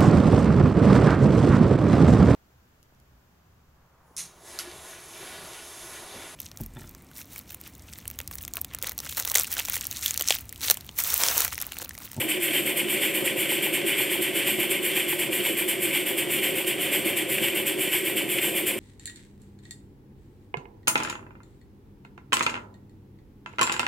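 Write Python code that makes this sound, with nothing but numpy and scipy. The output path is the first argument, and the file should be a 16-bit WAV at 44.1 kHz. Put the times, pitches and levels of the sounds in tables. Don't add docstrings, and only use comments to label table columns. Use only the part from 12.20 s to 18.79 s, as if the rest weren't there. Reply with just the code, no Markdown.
import sys
import numpy as np
from scipy import signal
from scipy.fft import rfft, irfft, next_fast_len
from scipy.io import wavfile
from scipy.ndimage import uniform_filter1d, map_coordinates

SR = 44100
rng = np.random.default_rng(int(sys.argv[2]) if len(sys.argv) > 2 else 0)


def dump_mix(stems):
    frames = np.atleast_2d(stems).T
    limited = np.clip(frames, -1, 1)
    pcm = np.round(limited * 32767).astype(np.int16)
    wavfile.write(sys.argv[1], SR, pcm)


N = 290619
TIME_S = np.arange(N) / SR


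def amp(db):
    return 10 ** (np.asarray(db) / 20)


def unit_rms(x):
    return x / np.sqrt(np.mean(x ** 2) + 1e-20)


def along(points, hz):
    freqs, values = np.transpose(points)
    return np.interp(np.log(hz + 1), np.log(freqs + 1), values)


def wobble(knots_per_s):
    knots = rng.standard_normal(int(N * knots_per_s / SR) + 4)
    return map_coordinates(knots, [TIME_S * knots_per_s])


def filtered(x, response):
    size = next_fast_len(N + SR // 2)
    return irfft(rfft(x, size) * response(np.fft.rfftfreq(size, 1 / SR)), size)[..., :N]


def equalised(x, curve):
    return filtered(x, lambda hz: amp(along(curve, hz)))


def ring(modes, size=8192):
    hz = np.fft.rfftfreq(size, 1 / SR) + 1
    power = sum(amp(2 * db) / (1 + ((hz ** 2 - centre ** 2) / (hz * width)) ** 2) ** 2
                for centre, width, db in modes)
    cepstrum = irfft(np.log(power + 1e-12) / 2)
    cepstrum[1:size // 2] *= 2
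    cepstrum[size // 2 + 1:] = 0
    response = irfft(np.exp(rfft(cepstrum)))
    return response / np.linalg.norm(response)


def through(x, response):
    return signal.fftconvolve(x, response)[:N]


def droplets(rate_per_s, scatter_db):
    sizes = amp(scatter_db * np.clip(rng.standard_normal(N), -2, 2)) * rng.choice([-1, 1], N)
    return unit_rms(sizes * (rng.random(N) < rate_per_s / SR))


def blows(events, response):
    train = np.zeros(N)
    for start_s, peak_db in events:
        train[int(np.clip(round(start_s * SR), 0, N - 1))] += amp(peak_db)
    return through(train, response / np.abs(response).max())


FIRST_CYCLE_S, CYCLE_S, SLOWING_S_PER_CYCLE, CYCLE_COUNT = -.0213, .4777, .0019, 14


def cycle_times(phase):
    turns = np.arange(CYCLE_COUNT) + phase
    return FIRST_CYCLE_S + CYCLE_S * turns + SLOWING_S_PER_CYCLE * turns ** 2 / 2


def puffs(start_s, level_db, rise_s, hold_s, fall_db_per_s):
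    coarse_s = np.arange(0, N + 64, 64) / SR
    age_s = coarse_s - start_s[:, None]
    opening = (1 + np.tanh(age_s / rise_s)) / 2
    pressure = amp(level_db[:, None] - fall_db_per_s * np.maximum(age_s - hold_s, 0))
    return np.interp(TIME_S, coarse_s, np.linalg.norm(opening * pressure, axis=0))


# centre_hz, width_hz, gain_db
JET_MODES = [(4860, 1800, -20), (7323, 565, -6.5), (7720, 300, -2), (8134, 210, 1), (8580, 360, -2),
             (9110, 450, -3), (9720, 1260, -5), (11230, 1400, -7), (11900, 710, -4.5), (12440, 490, 0.5),
             (12950, 530, -7), (13583.0, 796.0, -7), (14217.0, 2100, -8.5)]
# relative_db, rise_s, hold_s, fall_db_per_s, edge_db
PORT_HISS = [(-28.5, 0.0063, 0.032, 161, 1.5), (-25, 0.0082, .0058, 182, -2), (-23.5, .024, 0.015, 151, 0),
             (-24, .022, .0026, 131, .5)]
# freq_hz, gain_db
PORT_TONES = [
    [(5000, -0.5), (7500, -1), (9500, 1.2), (11000, -3), (12400, 2), (13800, -4.5), (15300, -1)],
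    [(5000, 0.5), (7500, -0.5), (8300, .5), (11800, 2.9), (13300, 0.5), (15000, -1)],
    [(5000, -3), (7500, -2), (10400, 0.5), (12200, -1.6), (14000, 0.5), (15500, -6)],
    [(5000, 2), (7000, 0.5), (8500, 2), (9900, -1.5), (12000, 2), (13000, 2), (14400, -4)],
]


def hiss(port, start_s, steam_db):
    relative_db, *shape, edge_db = PORT_HISS[port]
    flow = puffs(start_s, relative_db + steam_db, *shape)
    spray = unit_rms(rng.standard_normal(N) + amp(-10) * droplets(rate_per_s=1100, scatter_db=-1.0))
    jet = equalised(through(flow * spray, ring(JET_MODES)), PORT_TONES[port])
    body = filtered(jet, lambda hz: 1 / (1 + (hz / 9500) ** 20))
    edge = jet - body
    pressure_db = 20 * np.log10(flow / flow.max() + .01)
    return (body * amp(-.11 * pressure_db - edge_db / 2 - 1.15)
            + edge * amp(.17 * pressure_db + edge_db / 2 + .47))


# centre_hz, width_hz, gain_db
PIPE_MODES = [(920, 490, -18), (1548, 150, -11.5), (2054, 740, -4.5), (2317, 460, 0.0), (2720, 430, -2),
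              (3062, 280, 0), (3380, 254, -5), (3630, 240, -14), (4292, 140, -16.5), (4580, 990, -23.5),
              (5830, 1900, -27)]


def sputter(water_flow):
    gurgle = unit_rms(droplets(rate_per_s=1100, scatter_db=2.5) + amp(3.5) * rng.standard_normal(N))
    return amp(-.5) * through(water_flow * gurgle, ring(PIPE_MODES))


PORT_PHASES = [0, .23, .505, .748]
# relative_db, rise_s, hold_s, fall_db_per_s
PORT_WATER = [(-28, 0.016, 0.029, 110), (-27, 0.014, 0.031, 131), (-25, 0.031, .001, 61),
              (-23.5, .012, .001, 109)]
# time_s, pressure_db, wetness_db
STEAM_SUPPLY = [(0, 0, -.5), (1.4, -0.07, 1.3), (2.2, 0, .8), (3.2, 0.3, -0.85), (4.2, -0.05, -0.5),
                (5.0, -0.64, 0.9), (6.5, 1.1, -1.5)]


def exhaust(scatter_db=(.47, .5)):
    time_s, pressure_db, wetness_db = np.transpose(STEAM_SUPPLY)
    jets, water_flow = np.zeros(N), np.zeros(N)
    for port, phase in enumerate(PORT_PHASES):
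        start_s = cycle_times(phase)
        steam_error_db, water_error_db = (rng.normal(0, db, CYCLE_COUNT) for db in scatter_db)
        steam_db = np.interp(start_s, time_s, pressure_db) + steam_error_db
        water_db = np.interp(start_s, time_s, pressure_db + wetness_db) + water_error_db
        jets += hiss(port, start_s, steam_db)
        relative_db, *shape = PORT_WATER[port]
        water_flow = np.hypot(water_flow, puffs(start_s, relative_db + water_db, *shape))
    choke = wobble(90)
    pipe = sputter(water_flow * amp(.68 * choke))
    return pipe + jets * amp(-.48 + .5 * choke + .4 * wobble(300))


# centre_hz, width_hz, gain_db
FLUE_MODES = [(148, 72, -11.5), (214.6, 41.5, -8), (332, 85.4, -1.1), (364, 69, 1.5), (521.6, 40, -6.5),
              (563, 67, -7), (686, 104, -14.5), (995, 480, -24.5)]
# freq_hz, side_minus_mid_db
ROAR_WIDTH = [(30, -3), (70, -15), (140, -20), (350, -29), (550, -16.5), (1000, -9)]
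# freq_hz, left_minus_right_db
ROAR_BALANCE = [(60, -3), (140, -3.5), (350, -1.7), (550, 2), (1000, 2)]
# freq_hz, left_lead_rad
ROAR_LEAD = [(0, 0), (340, 0.75), (1290, 0.35), (2070, 0.0), (15300, -0.0)]
# centre_s, gain_db
ROAR_SWELLS = [(.35, 2), (1.03, 4.5), (1.65, 3.5), (2.0, 3), (2.39, 4), (4.86, 3.5), (5.23, 3), (5.6, 3)]
FLAME_DB, FLICKER_DB, FLICKER_PER_S, SWELL_HALF_WIDTH_S = -32, .44, 9, .019


def burner(notch_hz=472, notch_half_width_hz=12, notch_db=-8):
    def notch_and_bearing(hz):
        notch = amp(notch_db * np.exp(-((hz - notch_hz) / notch_half_width_hz) ** 2))
        sides = np.array([[.5], [-.5]])
        return notch * amp(sides * along(ROAR_BALANCE, hz)) * np.exp(1j * sides * along(ROAR_LEAD, hz))

    flue = ring(FLUE_MODES)
    mid = through(rng.standard_normal(N), flue)
    side = equalised(through(rng.standard_normal(N), flue), ROAR_WIDTH)
    roar = filtered(np.array([mid + side, mid - side]), notch_and_bearing)
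    running_rms = np.sqrt(np.abs(uniform_filter1d(np.mean(roar ** 2, axis=0), size=SR // 6)))
    swell_db = sum(db * np.exp(-((TIME_S - centre_s) / SWELL_HALF_WIDTH_S) ** 2)
                   for centre_s, db in ROAR_SWELLS)
    return roar / running_rms * amp(FLAME_DB + swell_db + FLICKER_DB * wobble(FLICKER_PER_S))


# freq_hz, relative_db
AIR_SPECTRUM = [(20, -8), (50, -10), (80, 9), (300, 5.5), (1500, 1), (6000, -5), (15000, -27)]


def workshop_air(level_db=-50):
    noise = rng.standard_normal((2, N)) + amp(-8) * rng.standard_normal(N)
    return amp(level_db) * unit_rms(equalised(noise, AIR_SPECTRUM))


# start_s, relative_db
LOUD_SPITS = [(0.0154, -13.5), (0.4944, -13), (0.6835, -14), (1.6153, -14), (2.7344, -13), (3.1288, -12),
              (4.4772, -14), (5.1814, -12), (5.2829, -9), (6.1843, -9.5)]
SLUG_PHASES = [.24, .672]
# relative_db, scatter_db, jitter_s
CYCLE_SLUGS = [(-17, 0, 0.0022), (-15.5, 3, .006)]
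SMALL_SLUG_COUNT, SMALL_SLUG_RELATIVE_DB, SMALL_SLUG_SCATTER_DB = 8, -17.5, 1.5


def spits(burst_s=.0014):
    regular = [(rng.normal(start_s, jitter_s), db + scatter_db * rng.uniform(-1, 1))
               for phase, (db, scatter_db, jitter_s) in zip(SLUG_PHASES, CYCLE_SLUGS)
               for start_s in cycle_times(phase) if start_s < N / SR]
    small = [(rng.uniform(0, N / SR), rng.normal(SMALL_SLUG_RELATIVE_DB, SMALL_SLUG_SCATTER_DB))
             for _ in range(SMALL_SLUG_COUNT)]
    age_s = np.arange(SR // 20) / SR
    envelope = blows([*LOUD_SPITS, *regular, *small], age_s * np.exp(-age_s / burst_s))
    bursts = envelope * rng.standard_normal(N)
    return amp(-11.5) * through(bursts, ring(PIPE_MODES)) + amp(-26) * through(bursts, ring(JET_MODES))


# centre_hz, width_hz, gain_db
FRAME_MODES = [(854, 220, 2), (980, 210, -3.5)]
STOP_PHASES = [.101, .326, .792]
# relative_db, scatter_db
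STOP_KNOCKS = [(-36.5, 1.5), (-40.5, 1.5), (-35, 1)]
# time_s, gain_db
KNOCK_FORCE = [(0, -1.5), (1.8, 1.5), (2.3, -1), (2.95, 3), (3.6, -0.5), (5.3, 0), (6.5, 0)]


def valve_gear():
    time_s, force_db = np.transpose(KNOCK_FORCE)
    knocks = [(start_s, rng.normal(db, scatter_db) + np.interp(start_s, time_s, force_db))
              for phase, (db, scatter_db) in zip(STOP_PHASES, STOP_KNOCKS)
              for start_s in cycle_times(phase) if start_s < N / SR]
    return amp(3.5) * blows(knocks, ring(FRAME_MODES))


# delay_s, gain_db
NEAR_ECHOES = [(.0021, -25), (.0046, -12), (.0083, -8.5)]
# freq_hz, t60_s
ROOM_DECAY = [(200, .25), (2500, 0.1), (12000, 0.04)]
# freq_hz, side_minus_direct_db
TAIL_WIDTH = [(1700, -18.5), (2500, -53), (3100, -18.5), (4000, -13), (6000, -32), (7300, -15.5),
              (9300, -37), (10500, -36), (11800, -42), (13000, -18.5), (15000, -15)]


def workshop_echoes(x, mirror_hz=3500):
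    def near_surfaces(hz):
        reflected = hz / (hz + mirror_hz)
        return reflected * sum(amp(db) * np.exp(-2j * np.pi * hz * s) for s, db in NEAR_ECHOES)

    hz, age_s, noise = signal.stft(rng.standard_normal((2, SR // 3)), SR, nperseg=256)
    decay = amp(-60 * age_s / along(ROOM_DECAY, hz)[:, None])
    _, tails = signal.istft(noise * decay, SR, nperseg=256)
    tails = np.pad(tails, ((0, 0), (SR // 250, 0)))
    mid_tail, side_tail = (through(x, tail / np.linalg.norm(tail)) for tail in tails)
    mid = filtered(x, near_surfaces) + amp(-19.5) * mid_tail
    side = equalised(side_tail, TAIL_WIDTH)
    return np.array([mid + side, mid - side])


# freq_hz, left_minus_right_db
PUMP_BALANCE = [(1500, 1.5), (2700, -0.5), (3050, -2), (3700, -2.5), (4100, .8), (6000, 0), (12500, 0.2)]


def scene():
    pump = exhaust() + spits() + valve_gear()
    direct = filtered(pump, lambda hz: amp(np.outer([.5, -.5], along(PUMP_BALANCE, hz))))
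    return direct + workshop_echoes(pump) + burner() + workshop_air()


BAND_LIMIT_HZ = 15720


def record(dry):
    return filtered(dry, lambda hz: hz < BAND_LIMIT_HZ)


dry = scene()
out = record(dry)
dump_mix(out)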